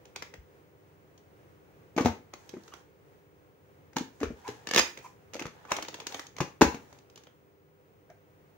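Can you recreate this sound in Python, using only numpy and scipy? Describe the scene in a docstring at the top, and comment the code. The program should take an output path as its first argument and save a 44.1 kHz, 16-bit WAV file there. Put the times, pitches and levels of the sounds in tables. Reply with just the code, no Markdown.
"""A low hum and a thin high whine hang in a small furnished room. A plastic case clicks out of a row
(0.1 s), knocks hollowly onto the carpet (2 s) and is turned over (4 s), fingers brushing and squeaking
on its cover. Its rim snaps open slip by slip (4.7 s). The cassette scrapes, rattles and judders out of
its tray (5.7 s), the lid falls shut (6.6 s) and the cassette clicks faintly in the hand (7 s).
The room answers each contact."""
import sys
import numpy as np
from scipy import signal
from scipy.fft import rfft, irfft, next_fast_len
from scipy.io import wavfile
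from scipy.ndimage import map_coordinates

SR = 44100
rng = np.random.default_rng(int(sys.argv[2]) if len(sys.argv) > 2 else 0)


def wav_out(sig):
    """Save sig, one row per channel (or a flat mono array), as 16-bit PCM at SR to the path in sys.argv[1]."""
    wavfile.write(sys.argv[1], SR, np.round(np.clip(np.atleast_2d(sig).T, -1, 1) * 32767).astype(np.int16))


N = 377937
T = np.arange(SR // 6) / SR  # t/s within one contact


def amp(db):
    """dB to gain."""
    return 10 ** (np.asarray(db) / 20)

def unit(x):
    """Scale to rms 1."""
    return x / np.sqrt(np.mean(x ** 2) + 1e-20)

def along(points, hz):
    """Interpolate (f/Hz, value) points over log frequency."""
    f, v = np.transpose(points)
    return np.interp(np.log(hz + 1), np.log(f + 1), v)

def fade(t, t60_s):
    """Exponential decay, 60 dB in t60_s."""
    return np.exp(-np.log(1000) * t / np.maximum(t60_s, .002))

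def wobble(knots_per_s):
    """Smooth random curve."""
    knots = rng.standard_normal(int(N * knots_per_s / SR) + 4)
    return map_coordinates(knots, [np.arange(N) * knots_per_s / SR])

def filtered(x, response):
    """Apply response(hz) to x."""
    n = x.shape[-1]
    size = next_fast_len(n + 4096)
    return irfft(rfft(x, size) * response(np.fft.rfftfreq(size, 1 / SR)), size)[..., :n]

def coloured(x, spectrum):
    """Minimum-phase filter through (f/Hz, level/dB) points."""
    def response(hz):
        cepstrum = irfft(np.log(np.maximum(amp(along(spectrum, hz)), 1e-6)))
        half = len(cepstrum) // 2
        cepstrum[1:half] *= 2
        cepstrum[half + 1:] = 0
        return np.exp(rfft(cepstrum))
    return filtered(x, response)

def stereo(pair, coherence):
    """Blend two independent signals to a given L-R coherence."""
    angle = lambda hz: np.arccos(np.clip(along(coherence, hz), 0, 1)) / 2
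    mid, side = filtered(pair, lambda hz: np.array([np.cos(angle(hz)), np.sin(angle(hz))]))
    return np.array([mid + side, mid - side])

def from_left(x, lag_s):
    """Right channel trails left by lag_s."""
    return filtered(x, lambda hz: np.exp(1j * np.pi * hz * lag_s * np.array([[1], [-1]])))

def add(track, at_s, sound):
    """Mix sound into track at at_s."""
    start = round(at_s * SR)
    sound = sound[..., max(-start, 0):]
    part = track[:, max(start, 0):][:, :sound.shape[-1]]
    part += sound[..., :part.shape[-1]]

def burst(spectrum, t60_s, width, rise_s):
    """Dense damped modes as decaying noise; width scales the part that differs L to R."""
    noise = rng.standard_normal(len(T)) + width * rng.standard_normal((2, len(T)))
    decay = fade(T, t60_s)
    envelope = decay * (1 - np.exp(-T / rise_s))
    return unit(coloured(noise * envelope, spectrum)) * np.sqrt(np.mean(decay ** 2))

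def ring(modes, t60_s, scatter_db):
    """Distinct modes, strengths random per blow and channel; t60_s adds to their own damping."""
    hz, width_hz, db = np.transpose(modes)
    scatter = rng.standard_normal(len(hz)) + .5 * rng.standard_normal((2, len(hz)))
    gain = amp(db + scatter_db * scatter)
    decay = np.exp(-np.pi * width_hz[:, None] * T) * fade(T, t60_s)
    swing = np.sin(2 * np.pi * hz[:, None] * T) * decay
    return 2 * (gain * rng.choice([-1, 1], len(hz)) / np.linalg.norm(gain)) @ swing

def spot_modes(hz, damping):
    """One main and two weaker modes of a touched spot: f/Hz, width/Hz, level/dB."""
    return [(hz * ratio, hz * ratio * damping, db) for ratio, db in [(1, 3), (1, -16.5), (.81, -7.5)]]

def flex(hz, t60_s, rise_s):
    """Lowest bending mode, softly pushed."""
    return np.sin(2 * np.pi * hz * T) * fade(T, t60_s) * (1 - np.exp(-T / rise_s))


AIR_SPECTRUM = [(25, -23.5), (50, -14), (88, -2), (157, -4.5), (250, -11), (400, -4.5), (500, -6.5),
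                (650, -12.5), (1200, -17.5), (2300, -22.5), (3600, -31.5), (5200, -34.5), (6500, -33),
                (8000, -39), (15700, -37)]  # room noise: f/Hz, level/dB
AIR_LEVELS = [(0, -59), (2, -59.5), (3.7, -61), (5, -58.5), (6.9, -59.5), (7.6, -63.5), (8.57, -60.5)]  # its slow drift: t/s, level/dB
AIR_COHERENCE = [(60, 1), (180, 0.49), (550, 0.44), (1200, .45), (2200, 0.11), (4000, 0)]  # its L-R likeness: f/Hz, coherence
HUM_LINES = [(97, -81.5), (125, -81), (151, -73), (302, -74.5), (398, -72), (455, -76.5), (500, -71.5),
             (1190, -90.5), (1560, -89)]  # electrical hum: f/Hz, level/dB
def air_and_hum():
    """Still room air and an electrical hum whose lines waver."""
    t = np.arange(N) / SR
    noise = stereo(rng.standard_normal((2, N)), AIR_COHERENCE)
    air = unit(filtered(noise, lambda hz: amp(along(AIR_SPECTRUM, hz))))
    hum = np.zeros(N)
    for hz, db in HUM_LINES:
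        peak = np.sqrt(2) * amp(db - 1 + 1.8 * wobble(4.8))
        hum += peak * np.sin(2 * np.pi * hz * t + .55 * wobble(4.5))
    air_db = np.interp(t, *np.transpose(AIR_LEVELS)) + .75 * wobble(7)
    return amp(air_db) * air + hum


def whine(sound, line_hz=15600):
    """Thin steady tone that flares after sharp sounds."""
    flare = filtered(sound, lambda hz: 1 / (1 + 1j * (hz - line_hz) / 2.5))
    return amp(-75) * np.sin(2 * np.pi * line_hz * np.arange(N) / SR) + amp(22) * flare


BOX_SPECTRUM = [(60, -35), (150, -11), (280, 0), (480, 0), (680, -9), (1300, -34.5)]  # hollow box, lightly touched: f/Hz, level/dB
CLACK_SPECTRUM = [(250, -29.5), (550, -4.5), (850, -0.5), (1400, -5.5), (2300, -5.5), (3200, -15),
                  (6000, -42.5)]  # struck faces: f/Hz, level/dB
TICK_SPECTRUM = [(1200, -34.5), (2500, -4), (3800, -3), (5000, -3.5), (6600, 1), (7600, -12.5),
                 (9000, -18.5), (12000, -19.5), (16000, -21)]  # struck edges: f/Hz, level/dB
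PANEL_MODES = [(474.89, 14, 3), (811.8, 31, -4), (859.99, 31, 1.5), (1280, 27, -9.5), (1488.5, 27, -7),
               (1780, 51, -7.5), (2399.3, 42, -11)]  # flat faces: f/Hz, width/Hz, level/dB
def clicks(rows, modes=PANEL_MODES, ring_db=-21, gain_db=-.5, rise_s=.00077, drag_db=-17):
    """An edge drags with growing force, then lets go: tick, clack and a little of the box."""
    out = np.zeros((2, N))
    for at_s, db, hz, body_db, tick_db, t60_s, pan_db in rows:
        body = amp(1) * burst(BOX_SPECTRUM, 2 * t60_s, width=.35, rise_s=.0013)
        clack = amp(-5.5) * burst(CLACK_SPECTRUM, t60_s, width=3, rise_s=rise_s)
        clack += amp(-4.5) * ring(spot_modes(hz, damping=.08), 1.5 * t60_s, scatter_db=2.5)
        clack += amp(ring_db) * ring(modes, t60_s=.06, scatter_db=4.5)
        tick = amp(2) * burst(TICK_SPECTRUM, t60_s, width=4, rise_s=rise_s)
        force = amp(db + gain_db + np.array([[pan_db], [-pan_db]]) / 2)
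        add(out, at_s, force * (clack + amp(body_db) * body + amp(tick_db) * tick))
        drag = burst(CLACK_SPECTRUM, t60_s=.016, width=.62, rise_s=.0005)[:, ::-1]
        add(out, at_s - T[-1], force * amp(drag_db) * drag)
    return out


# edge catches: t/s, level/dB, f/Hz, tick re clack/dB, L-R/dB
EDGE_CATCHES = [(0.0541, -46, 2954, -5, -0.5), (0.1603, -29.5, 2425, -4.5, -0.5),
                (0.2228, -27.5, 2109, -9, 0), (0.3392, -35.5, 2021, -12, 2.5), (1.1771, -67, 4805, 12, 1.5),
                (2.3367, -32, 1206, -8.5, 2.5), (2.492, -50, 2307, 8.5, -9.5),
                (2.6353, -61.5, 1710, 2.5, -13.5), (2.679, -45, 1297, -5, -2.5),
                (2.7372, -36, 1475, -8, -3), (3.932, -48.5, 1806, -9.5, 7.5),
                (3.9662, -24, 3534, -4.5, -4.5), (3.983, -32.5, 914, 2, -0.5), (4.203, -38, 1189, -8, -0.5),
                (4.478, -31, 1016, -8, 0.5), (4.9739, -32.5, 2486, -9.5, .5), (4.988, -40, 908.9, -10, 0.5),
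                (5.335, -36.5, 2847, -4, -3), (5.343, -33, 2340, -4, -1), (5.365, -35.5, 2718, -10.5, -2),
                (5.3943, -26, 2493, -10, 2), (5.402, -34, 2380, -6, 0), (5.4222, -30, 2719, -10, -2.5),
                (5.465, -35, 1139, -7, -2.5), (5.652, -39.5, 1158, -18.5, -3),
                (5.718, -12.5, 979.4, -12, 1), (5.7863, -25, 887.3, -29, 0),
                (5.849, -33.5, 3641, -17.5, 0.5), (6.068, -29.5, 1760, 1.5, 0.5),
                (6.123, -34.5, 3495, -5.5, 2.5), (6.1445, -25, 3478, -9.5, 0.5),
                (6.1943, -28, 1864, -8, -1.5), (6.2672, -45.5, 3006, 3.5, -1.5),
                (6.3654, -37.5, 2153, -5, 1.5), (6.384, -29.5, 1165, -9.5, -2.5),
                (6.927, -45.5, 923, -6.5, -0.5), (6.987, -52.5, 3257, -1.5, 1), (7.099, -59, 1098, 3.5, 1),
                (7.158, -54.5, 2910, 8.5, -0.5), (7.176, -44, 3171, -4.5, 0),
                (7.2357, -54.5, 3651, 1.5, -1.5), (7.27, -44.5, 3214, -15.5, 0),
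                (8.1005, -46, 672, -14, -0.5)]
def catches(t60_s=.02):
    """Click rows for single edge catches; the harder the catch, the smaller the box's share."""
    return [(at_s, db, hz, -24.5 - .35 * db, tick_db, t60_s, pan_db)
            for at_s, db, hz, tick_db, pan_db in EDGE_CATCHES]


REVERB_DECAY = [(80, 0.099), (260, 0.31), (700, .27), (2000, 0.31), (6000, .27), (14000, 0.4)]  # room tail: f/Hz, t60/s
REVERB_SPECTRUM = [(60, -7.5), (250, -5.5), (700, -6.5), (2000, -2.5), (6500, -5), (14000, -10)]  # its strength: f/Hz, level/dB
REVERB_COHERENCE = [(150, 0.85), (400, 0.9861), (1000, 0.11), (2000, 0.044)]  # its L-R likeness: f/Hz, coherence
def room(x, build_up_s=.0022):
    """Walls and furniture reflect; a fresh tail every 1/3 s stands for the case moving about."""
    out, step = np.zeros((2, N)), SR // 3
    for start in range(0, N, step):
        hz, t, noise = signal.stft(rng.standard_normal((2, SR // 2)), SR, nperseg=256)
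        decay = fade(t, along(REVERB_DECAY, hz)[:, None])
        energy = np.mean(decay ** 2, axis=1, keepdims=True) * SR / 2
        decay *= amp(along(REVERB_SPECTRUM, hz))[:, None] / np.sqrt(energy)
        tail = stereo(signal.istft(noise * decay, SR, nperseg=256)[1], REVERB_COHERENCE)
        tail *= 1 - np.exp(-(np.arange(tail.shape[1]) / SR / build_up_s) ** 2)
        add(out, start / SR, signal.fftconvolve(x[:, start:start + step], tail, axes=1))
    return out


# weight settling on carpet: t/s, level/dB, f/Hz
FLOOR_THUMPS = [(.378, -33, 61.7), (2.056, -23, 92.98), (2.086, -26, 83.98), (4.228, -23.5, 83.18),
                (4.264, -23, 65.45), (4.323, -36.5, 66.74), (4.484, -33.5, 122.4), (4.8, -32.5, 72.4),
                (6.407, -38, 121.1), (6.617, -24, 79.98), (6.655, -15.5, 70.97)]
def thumps():
    """The carpeted floor takes the weight in a few slow swings."""
    out = np.zeros((2, N))
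    for at_s, db, hz in FLOOR_THUMPS:
        add(out, at_s, amp(db + 5) * flex(hz, t60_s=.08, rise_s=.026))
    return out * amp([[.9], [-.9]])


# hollow case, hard blow: f/Hz, level/dB
THUD_SPECTRUM = [(30, -31.5), (100, -17.5), (200, 4), (450, 1), (650, -8.5), (1200, -47.5)]
def knock(hz, clack_db, clack_hz, tick_db, t60_s):
    """The hollow case booms, its faces clack, its edges tick."""
    body = amp(5.5) * flex(hz, t60_s, rise_s=.0016)
    body = body + amp(-6.5) * burst(THUD_SPECTRUM, 1.2 * t60_s, width=.41, rise_s=.00075)
    clack = amp(-5) * burst(CLACK_SPECTRUM, .76 * t60_s, width=1, rise_s=.0008)
    clack += amp(-3) * ring(spot_modes(clack_hz, damping=.03), .7 * t60_s, scatter_db=.5)
    clack += amp(-13.5) * ring(PANEL_MODES, t60_s=.32, scatter_db=3)
    tick = amp(-3) * burst(TICK_SPECTRUM, 1.6 * t60_s, width=1.3, rise_s=.0008)
    return body + amp(clack_db) * clack + amp(tick_db) * tick


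# landings and slaps: t/s, level/dB, body f/Hz, clack re body/dB, clack f/Hz, tick re body/dB,
# t60/s, corner lead/s
CASE_BLOWS = [(1.9771, -20, 317.1, 0, 656.3, -12.5, 0.0363, 0.013173),
              (1.9833, -22.5, 433.1, 6, 1125, -11, 0.01894, 0.000827),
              (2.007, -18.5, 276.5, -19.5, 982, -18, 0.04967, 0.000393),
              (2.0575, -13, 213.1, -1.5, 733.3, -14.5, 0.03548, 0.009816),
              (2.538, -34, 384.7, -10, 1004, -24.5, 0.04155, 0.004326),
              (2.568, -36.5, 318, -12.5, 1319, -38, 0.0404, 0.00062),
              (3.9663, -26.5, 266.4, 1, 890.7, -12, 0.06293, 0.006117),
              (4.008, -30.5, 261.3, -22.5, 596.2, -16, 0.0502, 0.00047),
              (4.212, -29, 281.9, -8, 641.6, -19.5, 0.08415, 0),
              (4.2303, -24, 436.8, -0.5, 1342, -13.5, 0.04348, 0.000306),
              (4.304, -30.5, 253.8, -33, 1180, -36.5, 0.03055, 0.000816),
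              (4.487, -32, 406.9, -2.5, 975.5, -10.5, 0.030275, 0.00054),
              (5.353, -31.5, 506.3, -6.5, 639, -11.5, 0.028423, 0.000008),
              (5.414, -32.5, 329.4, -5, 846.4, -20.5, 0.03294, 0.00049),
              (5.455, -28, 211.5, -4, 1273, -13, 0.015876, 0.001032),
              (6.4043, -24, 187.8, 2.5, 1057, -5.5, 0.03958, 0.0008695),
              (6.413, -26, 355.7, -6, 1187, -33.5, 0.03687, 0.000489),
              (6.6162, -4.5, 436, -1.5, 879.5, -12, 0.031086, 0.005682),
              (6.6204, -7.5, 215, -14, 876.2, -18.5, .042, 0),
              (6.744, -34, 261.3, -0.5, 688.6, -10, 0.043932, 0.001215)]
def blows(rebound_s=.0125, loss_db=4):
    """A softer, lower corner usually lands first; after the blow the loose contents rebound twice."""
    out = np.zeros((2, N))
    for at_s, db, hz, clack_db, clack_hz, tick_db, t60_s, lead_s in CASE_BLOWS:
        if lead_s > 0:
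            corner = knock(.76 * hz, clack_db - 7, clack_hz, tick_db, t60_s)
            add(out, at_s - lead_s, amp(db - 7) * corner)
        add(out, at_s, amp(db) * knock(hz, clack_db, clack_hz, tick_db, t60_s))
        for k in (1, 2):
            thin_rebound = knock(hz, clack_db + 11, clack_hz, tick_db + 10.5, t60_s=.045)
            add(out, at_s + k * rebound_s, amp(db - 18.5 - k * loss_db) * thin_rebound)
    return out * amp([[1.1], [-1.1]])


def friction(spectrum, slips_per_s, spread_db):
    """Many tiny slips of uneven size."""
    slips = (rng.random(N) < slips_per_s / SR) * amp(spread_db * rng.standard_normal(N))
    return unit(coloured(slips * rng.standard_normal((2, N)), spectrum))


SCRAPE_SPECTRUM = [(240, -32.5), (400, -0.5), (585, -6.5), (803, 6.5), (1250, -5), (1760, -2.5),
                   (2260, -11.5), (3450, -10.5), (5000, -19.5), (6500, -38.5), (11000, -120)]  # low friction band: f/Hz, level/dB
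HISS_SPECTRUM = [(2500, -24), (4500, -10), (6600, -2.5), (8500, -14), (15000, -18)]  # high friction band: f/Hz, level/dB
STROKES = [(2.383, 0.4162, -59, -65.5), (4.138, 0.19135, -66.5, -68), (4.372, 0.42635, -57, -66.5),
           (4.47, 0.03, -46, -55.5), (5.032, 0.04286, -55.5, -57.5), (5.539, 0.11846, -56, -69.5),
           (5.71, 0.01965, -37, -47), (5.76, 0.49, -59, -73), (6.11, .1, -51.5, -54),
           (6.808, 0.16877, -60.5, -67), (7.166, 0.02122, -59.5, -76)]  # plastic on plastic and skin: t/s, length/s, scrape level/dB, hiss level/dB
def slides(attack_s=.087, release_s=.2):
    """Fingers brush the cover; the cassette scrapes along its tray."""
    scrape = friction(SCRAPE_SPECTRUM, slips_per_s=2800, spread_db=.5)
    hiss = friction(HISS_SPECTRUM, slips_per_s=2700, spread_db=2)
    out, t = np.zeros((2, N)), np.arange(N) / SR
    for at_s, length_s, scrape_db, hiss_db in STROKES:
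        swell = fade(np.maximum(at_s - t, 0), attack_s)
        release = fade(np.maximum(t - at_s - length_s, 0), release_s)
        out += swell * release * (amp(scrape_db - 5) * scrape + amp(hiss_db - 5) * hiss)
    return out


# fingertips on the cover: t/s, level/dB, f/Hz, length/s
FINGER_SQUEAKS = [(2.713, -53, 1228, 0.0286), (4.439, -45.5, 946.1, 0.05739), (5.036, -47, 990, 0.04286),
                  (5.682, -49.5, 1045, 0.02242), (6.115, -49.5, 781.6, 0.054), (8.091, -53.5, 656, 0.03487)]
def squeaks():
    """Skin sticks and slips on glossy plastic in brief rough chirps."""
    out = np.zeros((2, N))
    peak = lambda hz, centre_hz: 1 / (1 + ((hz - centre_hz) / (.1 * centre_hz)) ** 2)
    for at_s, db, pitch_hz, length_s in FINGER_SQUEAKS:
        noise = rng.standard_normal(len(T))
        tone = filtered(noise, lambda hz: peak(hz, pitch_hz) + amp(-14.5) * peak(hz, 2.4 * pitch_hz))
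        swell = np.sin(np.pi * np.minimum(T / length_s, 1))
        add(out, at_s, amp(db) * unit(tone * swell) * np.sqrt(np.mean(swell ** 2)))
    return out


RIM_SLIPS = [(4.6711, -27.5, 2848), (4.689, -29.5, 2832), (4.7115, -22, 2832), (4.736, -19.5, 2821),
             (4.746, -16.5, 1809), (4.7612, -10.5, 2611), (4.773, -18, 2761), (4.778, -10.5, 2380),
             (4.784, -12, 2390), (4.791, -13, 1744), (4.7948, -11, 2256)]  # lid leaving its catch, faster and harder: t/s, level/dB, f/Hz
RIM_MODES = [(893.14, 90, -4), (1192, 70, 0.5), (1750, 42, 3), (2207.8, 40, -2), (2730, 57, -6.5),
             (3313.4, 38, -9), (3669.6, 20, -9), (4968, 36, -1), (4955.3, 40, -4), (5320, 40, -11),
             (5870, 40, -7.5), (5949, 40, -6.5)]  # stiff rim: f/Hz, width/Hz, level/dB
def snaps(body_db=-10, tick_db=-3.5, t60_s=.008037, drift_db_per_s=-41.5):
    """The catch lets go along the rim, left to right; the rim slaps back after each slip."""
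    rows = []
    for at_s, db, hz in RIM_SLIPS:
        pan_db = 2.5 + drift_db_per_s * (at_s - RIM_SLIPS[0][0])
        for delay_s, loss_db in [(0, 0), (.002, 6)]:
            rows.append((at_s + delay_s, db - loss_db, hz, body_db, tick_db, t60_s, pan_db))
    return clicks(rows, RIM_MODES, ring_db=-8.5, gain_db=0, rise_s=.00089, drag_db=-20)


def rattle(count=12, start_s=5.725, length_s=.5, body_db=-6, tick_db=-15, t60_s=.02):
    """Click rows for the loose cassette tapping its tray at random, once per time slot."""
    rows = []
    for k, (jitter, size, pitch) in enumerate(rng.uniform(-1, 1, (count, 3))):
        at_s = start_s + length_s * (k + (jitter + 1) / 2) / count
        db, hz = -42.5 + 2.5 * size, 1174 * 2 ** (.684 * pitch)
        rows.append((at_s, db, hz, body_db, tick_db, t60_s, 0))
    return rows


def judder(count=5, start_s=5.7657, step_s=.0588, body_db=-13, tick_db=-6, t60_s=.02854):
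    """Click rows for evenly spaced catches, each on a new spot, weakening as the cassette comes free."""
    rows = []
    for k, pitch in enumerate(rng.uniform(-1, 1, count)):
        db, hz = -26.5 - 1.862 * k, 3262.5 * 2 ** (.2004 * pitch)
        rows.append((start_s + k * step_s, db, hz, body_db, tick_db, t60_s, 0))
    return rows


def scene():
    """Close handling, slightly left, in the room."""
    handling = blows() + clicks(catches() + judder() + rattle()) + snaps()
    handling += thumps() + slides() + squeaks()
    in_room = handling + room(handling) + whine(handling)
    return from_left(in_room, lag_s=.00006) + from_left(air_and_hum(), lag_s=.00031)


def record(dry, low_hz=45, top_hz=15950):
    """Deep-bass cut and steep treble limit."""
    thin = signal.sosfilt(signal.butter(4, low_hz, "highpass", fs=SR, output="sos"), dry)
    return filtered(thin, lambda hz: 1 / (1 + (hz / top_hz) ** 120))


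dry = scene()
out = record(dry)
wav_out(out)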